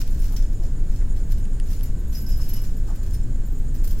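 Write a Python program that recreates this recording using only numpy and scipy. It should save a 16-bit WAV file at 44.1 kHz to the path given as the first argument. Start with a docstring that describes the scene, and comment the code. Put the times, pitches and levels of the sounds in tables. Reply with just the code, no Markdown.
"""Hands work on a small wire chandelier on a stone floor. From the start a low hum throbs, air hisses
and a faint high chirping pulses about 9 times a second. Crystals slide, chink and clack for 0.5 s;
soft rubs follow, then dry ticks at 1.4-1.8 s. At 2.1-2.7 s beads, wire and a hoop of the cage ring
in a dense cluster. Scrapes and crystal chinks go on, and a small ring jingles from 3.5 s to the end."""
import sys
import numpy as np
from scipy import signal
from scipy.fft import rfft, irfft, next_fast_len
from scipy.io import wavfile
from scipy.ndimage import map_coordinates

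SR = 44100
rng = np.random.default_rng(int(sys.argv[2]) if len(sys.argv) > 2 else 0)


def transcribe(signal):
    """Save signal, clipped to [-1, 1], as a 16-bit WAV file at the path in sys.argv[1]."""
    frames = np.atleast_2d(signal).T
    limited = np.clip(frames, -1, 1)
    pcm = np.round(limited * 32767).astype(np.int16)
    wavfile.write(sys.argv[1], SR, pcm)


N = 176400

# Low hum tones and one faint high tone: f/Hz, level/dB
HUM_TONES = [(20, -21), (30, -26), (40, -37), (60, -40.5), (120, -49.5), (180, -51.5), (1544, -71)]
# Noise spectra: f/Hz, relative level/dB
RUMBLE_SPECTRUM = [(5, -1), (12, -16), (24, -4), (31, -4.5), (38, -18.5), (48, -8.5), (60, -13.5),
                   (100, -19), (135, -23), (155, -28), (210, -28.5), (300, -35), (500, -43.5), (750, -52.5),
                   (1500, -62.5), (4000, -100)]
AIR_SPECTRUM = [(200, -17), (700, -3), (1300, -1.5), (1650, 4.5), (2200, -2.5), (3200, -4), (4800, -6),
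                (6200, -6.5), (7200, -1.5), (7900, -1.5), (9000, -8), (10500, -9), (12500, -11),
                (15800, -8.5)]
CHIRP_HISS_SPECTRUM = [(6000, -33), (6650, 6), (7050, 4), (7400, -4), (8300, -5), (9200, -18)]
RUB_BODY_SPECTRUM = [(600, -32), (1500, -4), (3500, -6.5), (4600, -5.5), (5500, 0), (6500, -3.5),
                     (8000, -8), (10000, -48), (16000, -30.5)]
RUB_SIZZLE_SPECTRUM = [(3000, -17), (7000, -13), (9500, -9), (11500, -3), (13500, -3), (15600, -7)]
# Stereo widths: f/Hz, side over mid/dB
RUMBLE_WIDTH = [(60, -90), (110, -70), (160, -56), (260, -49), (400, -38), (700, -32.5)]
AIR_WIDTH = [(100, -40), (300, -17), (700, -17), (1500, -21), (3000, -17), (5500, -0.5), (7200, -21),
             (8700, -24), (12000, -3)]
RUB_WIDTH = [(1000, -13), (4000, -1), (8000, -0.5), (12000, 0.5)]
# Pace of the chirping: t/s, pulses so far
CHIRP_PULSES = [(.008, 0), (.565, 5), (2.205, 20), (2.785, 25), (4.02, 36)]
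# Whistle pitch: t/s, f/Hz
WHISTLE_PITCH = [(0, 9200), (.7, 8800), (.82, 9440), (.98, 8830), (2.05, 9150), (2.7, 8930), (3.199, 8770),
                 (3.42, 9600), (3.55, 8630)]
# Room decay: f/Hz, t60/s
ROOM_DECAY = [(300, 0.15), (4000, 0.46), (14000, 0.1)]
# Microphone balance: f/Hz, left minus right/dB
MIC_TILT = [(2000, 0), (5200, 0.5), (6200, -1.5), (7600, -0.2), (10000, 0.7), (13000, 1.3), (15000, 5)]
# Handling scuffs: t/s, level/dB, centre f/Hz, sigma/s
SCUFF_EVENTS = [(0.332, -52, 714, 0.018), (0.635, -47, 457, 0.019), (1.021, -52.5, 1520, 0.009),
                (1.467, -60, 990, 0.0065), (1.811, -48.5, 1400, 0.0023), (2.403, -53.5, 1130, 0.014),
                (2.577, -59, 990, 0.041), (2.906, -48.5, 865, 0.019), (3.303, -54.5, 314, 0.028)]
# Dry ticks: t/s, level/dB, low-mode gain/dB
TICK_EVENTS = [(1.454, -34.5, 0), (1.499, -44, -10), (1.5426, -42, -1), (1.5997, -26.5, 0.5),
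               (1.794, -41, 3), (1.8097, -36, 5.5), (2.143, -50, 1)]
# Parts rubbing: t/s, body level/dB, sizzle level/dB, rise/s, fall/s
SCRAPE_STROKES = [(0.016, -44, -42.5, 0.06, 0.01), (.075, -52.5, -50, 0.0084, 0.026),
                  (.13, -51.5, -51, 0.014, 0.035), (.24, -49.5, -46.5, 0.048, 0.079),
                  (.324, -49, -41, .003, 0.0084), (0.3636, -44, -42.5, .001, 0.02),
                  (.4235, -49, -45, .001, 0.0079), (.638, -54, -56, 0.02, 0.037),
                  (.945, -55.5, -58, 0.043, 0.069), (1.17, -55, -54, .015, 0.044),
                  (1.322, -48, -44, 0.014, 0.011), (1.375, -57, -55, .003, 0.026),
                  (1.711, -47.5, -44.5, 0.03, 0.057), (1.832, -49.5, -43, .0005, 0.03),
                  (2.127, -48, -45, .002, 0.028), (2.161, -49, -44.5, 0.018, 0.055),
                  (2.29, -51.5, -49, 0.014, 0.094), (2.3725, -54, -42, .0007, 0.0063),
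                  (2.618, -57, -37, .0006, 0.0055), (2.42, -51.5, -46.5, 0.038, 0.062),
                  (2.491, -45.5, -41, 0.0057, 0.024), (2.536, -42.5, -40, 0.0033, 0.012),
                  (2.566, -50.5, -46, 0.005, 0.044), (2.643, -50, -47, 0.0089, 0.051),
                  (2.881, -55.5, -55, 0.018, 0.059), (2.955, -57, -50, 0.0089, 0.023),
                  (3.032, -47, -43, 0.0025, 0.012), (3.065, -50, -48, 0.0044, 0.016),
                  (3.109, -51, -47, 0.0018, 0.0088), (3.142, -46.5, -47, .007, 0.013),
                  (3.752, -51.5, -48.5, .012, 0.031), (3.844, -45, -39, 0.007, 0.013),
                  (3.875, -45, -35.5, .0006, 0.0095), (3.91, -47.5, -44, 0.014, .025),
                  (3.99, -53, -50, .02, 0.023)]
# Contacts per part: t/s, level/dB, slide-in/s
BEAD_CONTACTS = [(.017, -54, .003), (.2, -52, .01), (.325, -39, 0.0033), (.53, -54, .002),
                 (1.8335, -35.5, .0004), (1.995, -53, .003), (2.082, -48, 0.0048), (2.108, -47, .004),
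                 (2.325, -46, 0.013), (2.155, -40, .01), (2.185, -37.5, 0.011), (2.222, -36, 0.0044),
                 (2.268, -43, .002), (2.289, -33.5, .003), (2.373, -34.5, .002), (2.42, -46, .01),
                 (2.494, -30.5, 0.0064), (2.537, -31, 0.0021), (2.565, -47, .002), (2.618, -37, .0005)]
WIRE_CONTACTS = [(.93, -56, 0.007), (2.152, -37.5, 0.0031), (2.181, -53, 0.0036), (2.266, -38.5, 0.0013),
                 (2.298, -46, .004), (2.322, -40, 0.0048), (2.416, -39.5, 0.0058), (2.512, -46, 0.0042),
                 (2.54, -44, .003), (2.568, -42, 0.004)]
HOOP_CONTACTS = [(1.38, -64, .03), (1.85, -61, .006), (2.21, -57, .02), (2.32, -55, .02),
                 (2.42, -54, 0.0092), (2.51, -53.5, 0.027), (2.565, -53, 0.011)]
CLACK_CONTACTS = [(.324, -54, .001), (.3655, -38, .001), (.378, -49, .001), (.4245, -46, .0008),
                  (.53, -51, .001)]  # crystal on crystal
CRYSTAL_CONTACTS = [(.11, -49, .005), (.2, -46, .005), (1.388, -55, .004), (2.771, -48, 0.0023),
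                    (3.143, -38, 0.0055)]
RING_CONTACTS = [(3.463, -49, .004), (3.52, -52, .002), (3.59, -51, 0.009), (3.75, -48.5, .006),
                 (3.845, -43, 0.0079), (3.877, -44, 0.0018), (3.912, -44, .005), (3.99, -51, 0.0065)]
# Modes: f/Hz, relative level/dB, t60/s
TICK_HIGH_MODES = [(9050, 1, 0.0038), (10100, -3, 0.0044)]
TICK_LOW_MODES = [(2080, -11.5, 0.012), (3000, 2, 0.003), (4770, -0.5, 0.003)]
BEAD_MODES = [(11400, -15, .06), (11591, -4, .11), (11686, -11, .09), (11830, -15, .06), (12380, -16, .07),
              (12800, -16.5, .06), (13190, -11, .07), (13635, -11, .07), (15700, -17, .05)]
WIRE_MODES = [(5070, -5, .09), (5124, -1.5, .12), (5360, -13, .12), (5755, -10, .12), (6000, -13, .1),
              (6912, -16, .13)]
HOOP_MODES = [(2943, -0.5, 0.19), (5757, -5.5, .16)]
CLACK_MODES = [(3470, -6.5, 0.047), (5250, -1, 0.043), (5740, -14, .035), (6040, -6, 0.032),
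               (6680, -4, 0.027)]
CRYSTAL_MODES = [(5362, -7, .11), (8963, -6, .09), (9523, -7, .1), (12310, -.5, .08), (13180, -6, .09)]
RING_MODES = [(6350, -14, 0.06), (11440, -4, .12), (14282, -9, .2), (14788, -9, .15), (15080, -3, .18)]


def amp(db):
    """Decibels to gain."""
    return 10 ** (np.asarray(db) / 20)


def unit(x):
    """Scale to rms 1."""
    return x / np.sqrt(np.mean(x ** 2) + 1e-20)


def along(points, hz):
    """Interpolate (f/Hz, value) points on a log axis."""
    knots_hz, values = np.transpose(points)
    return np.interp(np.log(hz + 1), np.log(knots_hz + 1), values)


def wobble(rate_hz, size=N):
    """Smooth random curve, rate_hz knots a second."""
    return map_coordinates(rng.standard_normal(size // 8), [np.arange(size) * rate_hz / SR], mode="wrap")


def filtered(x, response):
    """Apply the gain response(hz)."""
    size = next_fast_len(N + SR // 2)
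    return irfft(rfft(x, size) * response(np.fft.rfftfreq(size, 1 / SR)), size)[..., :N]


def noise(spectrum, width):
    """Coloured stereo noise, rms 1."""
    def response(hz):
        mid_db = along(spectrum, hz)
        return amp([mid_db, mid_db + along(width, hz)])
    mid, side = filtered(rng.standard_normal((2, N)), response)
    return unit(np.array([mid + side, mid - side]))


def add(track, at_s, sound):
    """Mix a sound in, cut to the track."""
    start = round(at_s * SR)
    lo, hi = max(start, 0), min(start + sound.shape[-1], N)
    if hi > lo:
        track[..., lo:hi] += sound[..., lo - start:hi - start]


def swell(t, rise_s, fall_s):
    """Exponential rise to t = 0, then exponential fall."""
    return np.exp(np.minimum(t / rise_s, -t / fall_s))


def hum(drift_rad=.15, waver_db=1.5, rumble_db=-23, air_db=-56):
    """Low throbbing hum and rumble, with a faint steady high tone and air hiss."""
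    tones, t = np.zeros(N), np.arange(N) / SR
    for hz, db in HUM_TONES:
        peak = np.sqrt(2) * amp(db + waver_db * wobble(3.15))
        tones += peak * np.sin(2 * np.pi * (hz * t + rng.random()) + drift_rad * wobble(2.34))
    rumble = amp(rumble_db) * noise(RUMBLE_SPECTRUM, RUMBLE_WIDTH)
    air = amp(air_db) * noise(AIR_SPECTRUM, AIR_WIDTH)
    return tones + rumble + air


def lull(at_s):
    """0 on each pulse of the chirping, 1 midway between."""
    return np.sin(np.pi * np.interp(at_s, *np.transpose(CHIRP_PULSES))) ** 2


def chirps(centre_hz=7013, fall_hz_per_s=37000, gap_s=.016, sigma_s=.0044,
           level_db=-51.5, dip_db=13, hiss_db=-65.5):
    """Quick, uneven falling chirps swell in pulses over a narrow hiss; mono."""
    out, t = np.zeros(N), np.arange(-SR // 50, SR // 50) / SR
    for k, (late, detune, scatter_db) in enumerate(rng.standard_normal((int(N / SR / gap_s), 3))):
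        at_s = (k + .3 * late) * gap_s
        cycles = centre_hz * (1 + .013 * detune) * t - fall_hz_per_s * t ** 2 / 2
        phase = 2 * np.pi * cycles + .75 * wobble(713, len(t))
        envelope = amp(level_db - dip_db * lull(at_s) + scatter_db) * np.exp(-.5 * (t / sigma_s) ** 2)
        add(out, at_s + t[0], envelope * np.sin(phase))
    hiss = unit(filtered(rng.standard_normal(N), lambda hz: amp(along(CHIRP_HISS_SPECTRUM, hz))))
    return out + amp(hiss_db) * hiss


def whistle(level_db=-61, dip_db=9, swing_db=2, waver_hz=100, rough_rad=1.2):
    """Thin, wavering tone above the chirps, pulsing with them; mono."""
    t = np.arange(N) / SR
    pitch_hz = np.interp(t, *np.transpose(WHISTLE_PITCH)) + waver_hz * wobble(10)
    envelope = amp(level_db - dip_db * lull(t) + swing_db * wobble(7.43))
    return envelope * np.sin(2 * np.pi * np.cumsum(pitch_hz) / SR + rough_rad * wobble(800))


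def room(x, level_db=-6.5):
    """Hard room's tail: decaying noise, separate per microphone."""
    hz, t, spectra = signal.stft(rng.standard_normal((2, SR // 2)), SR, nperseg=256)
    decay = amp(-60 * t / along(ROOM_DECAY, hz)[:, None])
    tail = signal.istft(spectra * decay, SR, nperseg=256)[1]
    tail /= np.linalg.norm(tail[0])
    return amp(level_db) * signal.fftconvolve(x, tail, axes=1)[:, :N]


def scuffs(log_width=.35):
    """Hands rub softly: dull swells of band noise."""
    out, t = np.zeros(N), np.arange(N) / SR
    for at_s, db, centre_hz, sigma_s in SCUFF_EVENTS:
        white = rng.standard_normal(N)
        band = filtered(white, lambda hz: np.exp(-.5 * (np.log((hz + 1) / centre_hz) / log_width) ** 2))
        out += amp(db) * np.exp(-.5 * ((t - at_s) / sigma_s) ** 2) * unit(band)
    return out


def ticks(attack_s=.00028, detune=.037):
    """Tiny dry snaps near the microphone: fast-damped modes."""
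    out, t = np.zeros(N), np.arange(SR // 50) / SR
    attack = 1 - np.exp(-t / attack_s)

    def ring(modes):
        return sum(amp(db - 60 * t / t60_s) * np.sin(2 * np.pi * hz * rng.normal(1, detune) * t)
                   for hz, db, t60_s in modes)
    for at_s, db, low_db in TICK_EVENTS:
        snap = ring(TICK_HIGH_MODES) + amp(low_db) * ring(TICK_LOW_MODES)
        add(out, at_s, amp(db) * attack * snap)
    return out


def scrapes(grain_db=3.5, catch_rate_hz=820):
    """Glass and wire rub and catch in short grainy strokes."""
    power, t = np.zeros((2, N)), np.arange(N) / SR
    for at_s, body_db, sizzle_db, rise_s, fall_s in SCRAPE_STROKES:
        power += (amp([[body_db], [sizzle_db]]) * swell(t - at_s, rise_s, fall_s)) ** 2
    grain = unit(amp(grain_db * wobble(catch_rate_hz) + 1.4 * wobble(90)))
    body, sizzle = np.sqrt(power) * grain
    return body * noise(RUB_BODY_SPECTRUM, RUB_WIDTH) + sizzle * noise(RUB_SIZZLE_SPECTRUM, RUB_WIDTH)


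def chinks(contacts, modes, rough, chatter_hz=250, spread_rad=.96, scatter_db=2, detune=.003):
    """A part slides into contact and rings; chatter shakes each mode's phase and level."""
    out, t = np.zeros((2, N)), np.arange(-SR // 20, SR // 4) / SR
    for at_s, contact_db, rise_s in contacts:
        for hz, mode_db, t60_s in modes:
            mic_phase = rng.uniform(0, 2 * np.pi) + spread_rad * rng.standard_normal((2, 1))
            phase = mic_phase + rough * wobble(chatter_hz, len(t))
            flutter = np.exp(rough / 2 * wobble(chatter_hz, len(t)) - (rough / 2) ** 2)
            gain = amp(contact_db + mode_db + scatter_db * rng.standard_normal())
            envelope = gain * swell(t, rise_s, t60_s / np.log(1000)) * flutter
            tone = np.sin(2 * np.pi * hz * rng.normal(1, detune) * t + phase)
            add(out, at_s + t[0], envelope * tone)
    return out


def scene():
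    """Chandelier in its room, plus dry ticks and background."""
    ringing = (chinks(BEAD_CONTACTS, BEAD_MODES, rough=.72, chatter_hz=280)
               + chinks(WIRE_CONTACTS, WIRE_MODES, rough=.8)
               + chinks(HOOP_CONTACTS, HOOP_MODES, rough=.65)
               + chinks(CLACK_CONTACTS, CLACK_MODES, rough=.93, chatter_hz=1100)
               + chinks(CRYSTAL_CONTACTS, CRYSTAL_MODES, rough=.7)
               + chinks(RING_CONTACTS, RING_MODES, rough=.97, chatter_hz=330))
    chandelier = ringing + scrapes() + scuffs()
    return chandelier + room(chandelier) + ticks() + chirps() + whistle() + hum()


def record(dry):
    """Soft ends, brighter left microphone, hard band limit."""
    fade_s, top_hz = .005, 15850
    t = np.arange(N) / SR
    edge_s = np.minimum(t, t[-1] - t)
    fade = np.sin(np.pi / 2 * np.clip(edge_s / fade_s, 0, 1)) ** 2
    return filtered(dry * fade, lambda hz: amp(np.outer([.5, -.5], along(MIC_TILT, hz))) * (hz < top_hz))


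dry = scene()
out = record(dry)
transcribe(out)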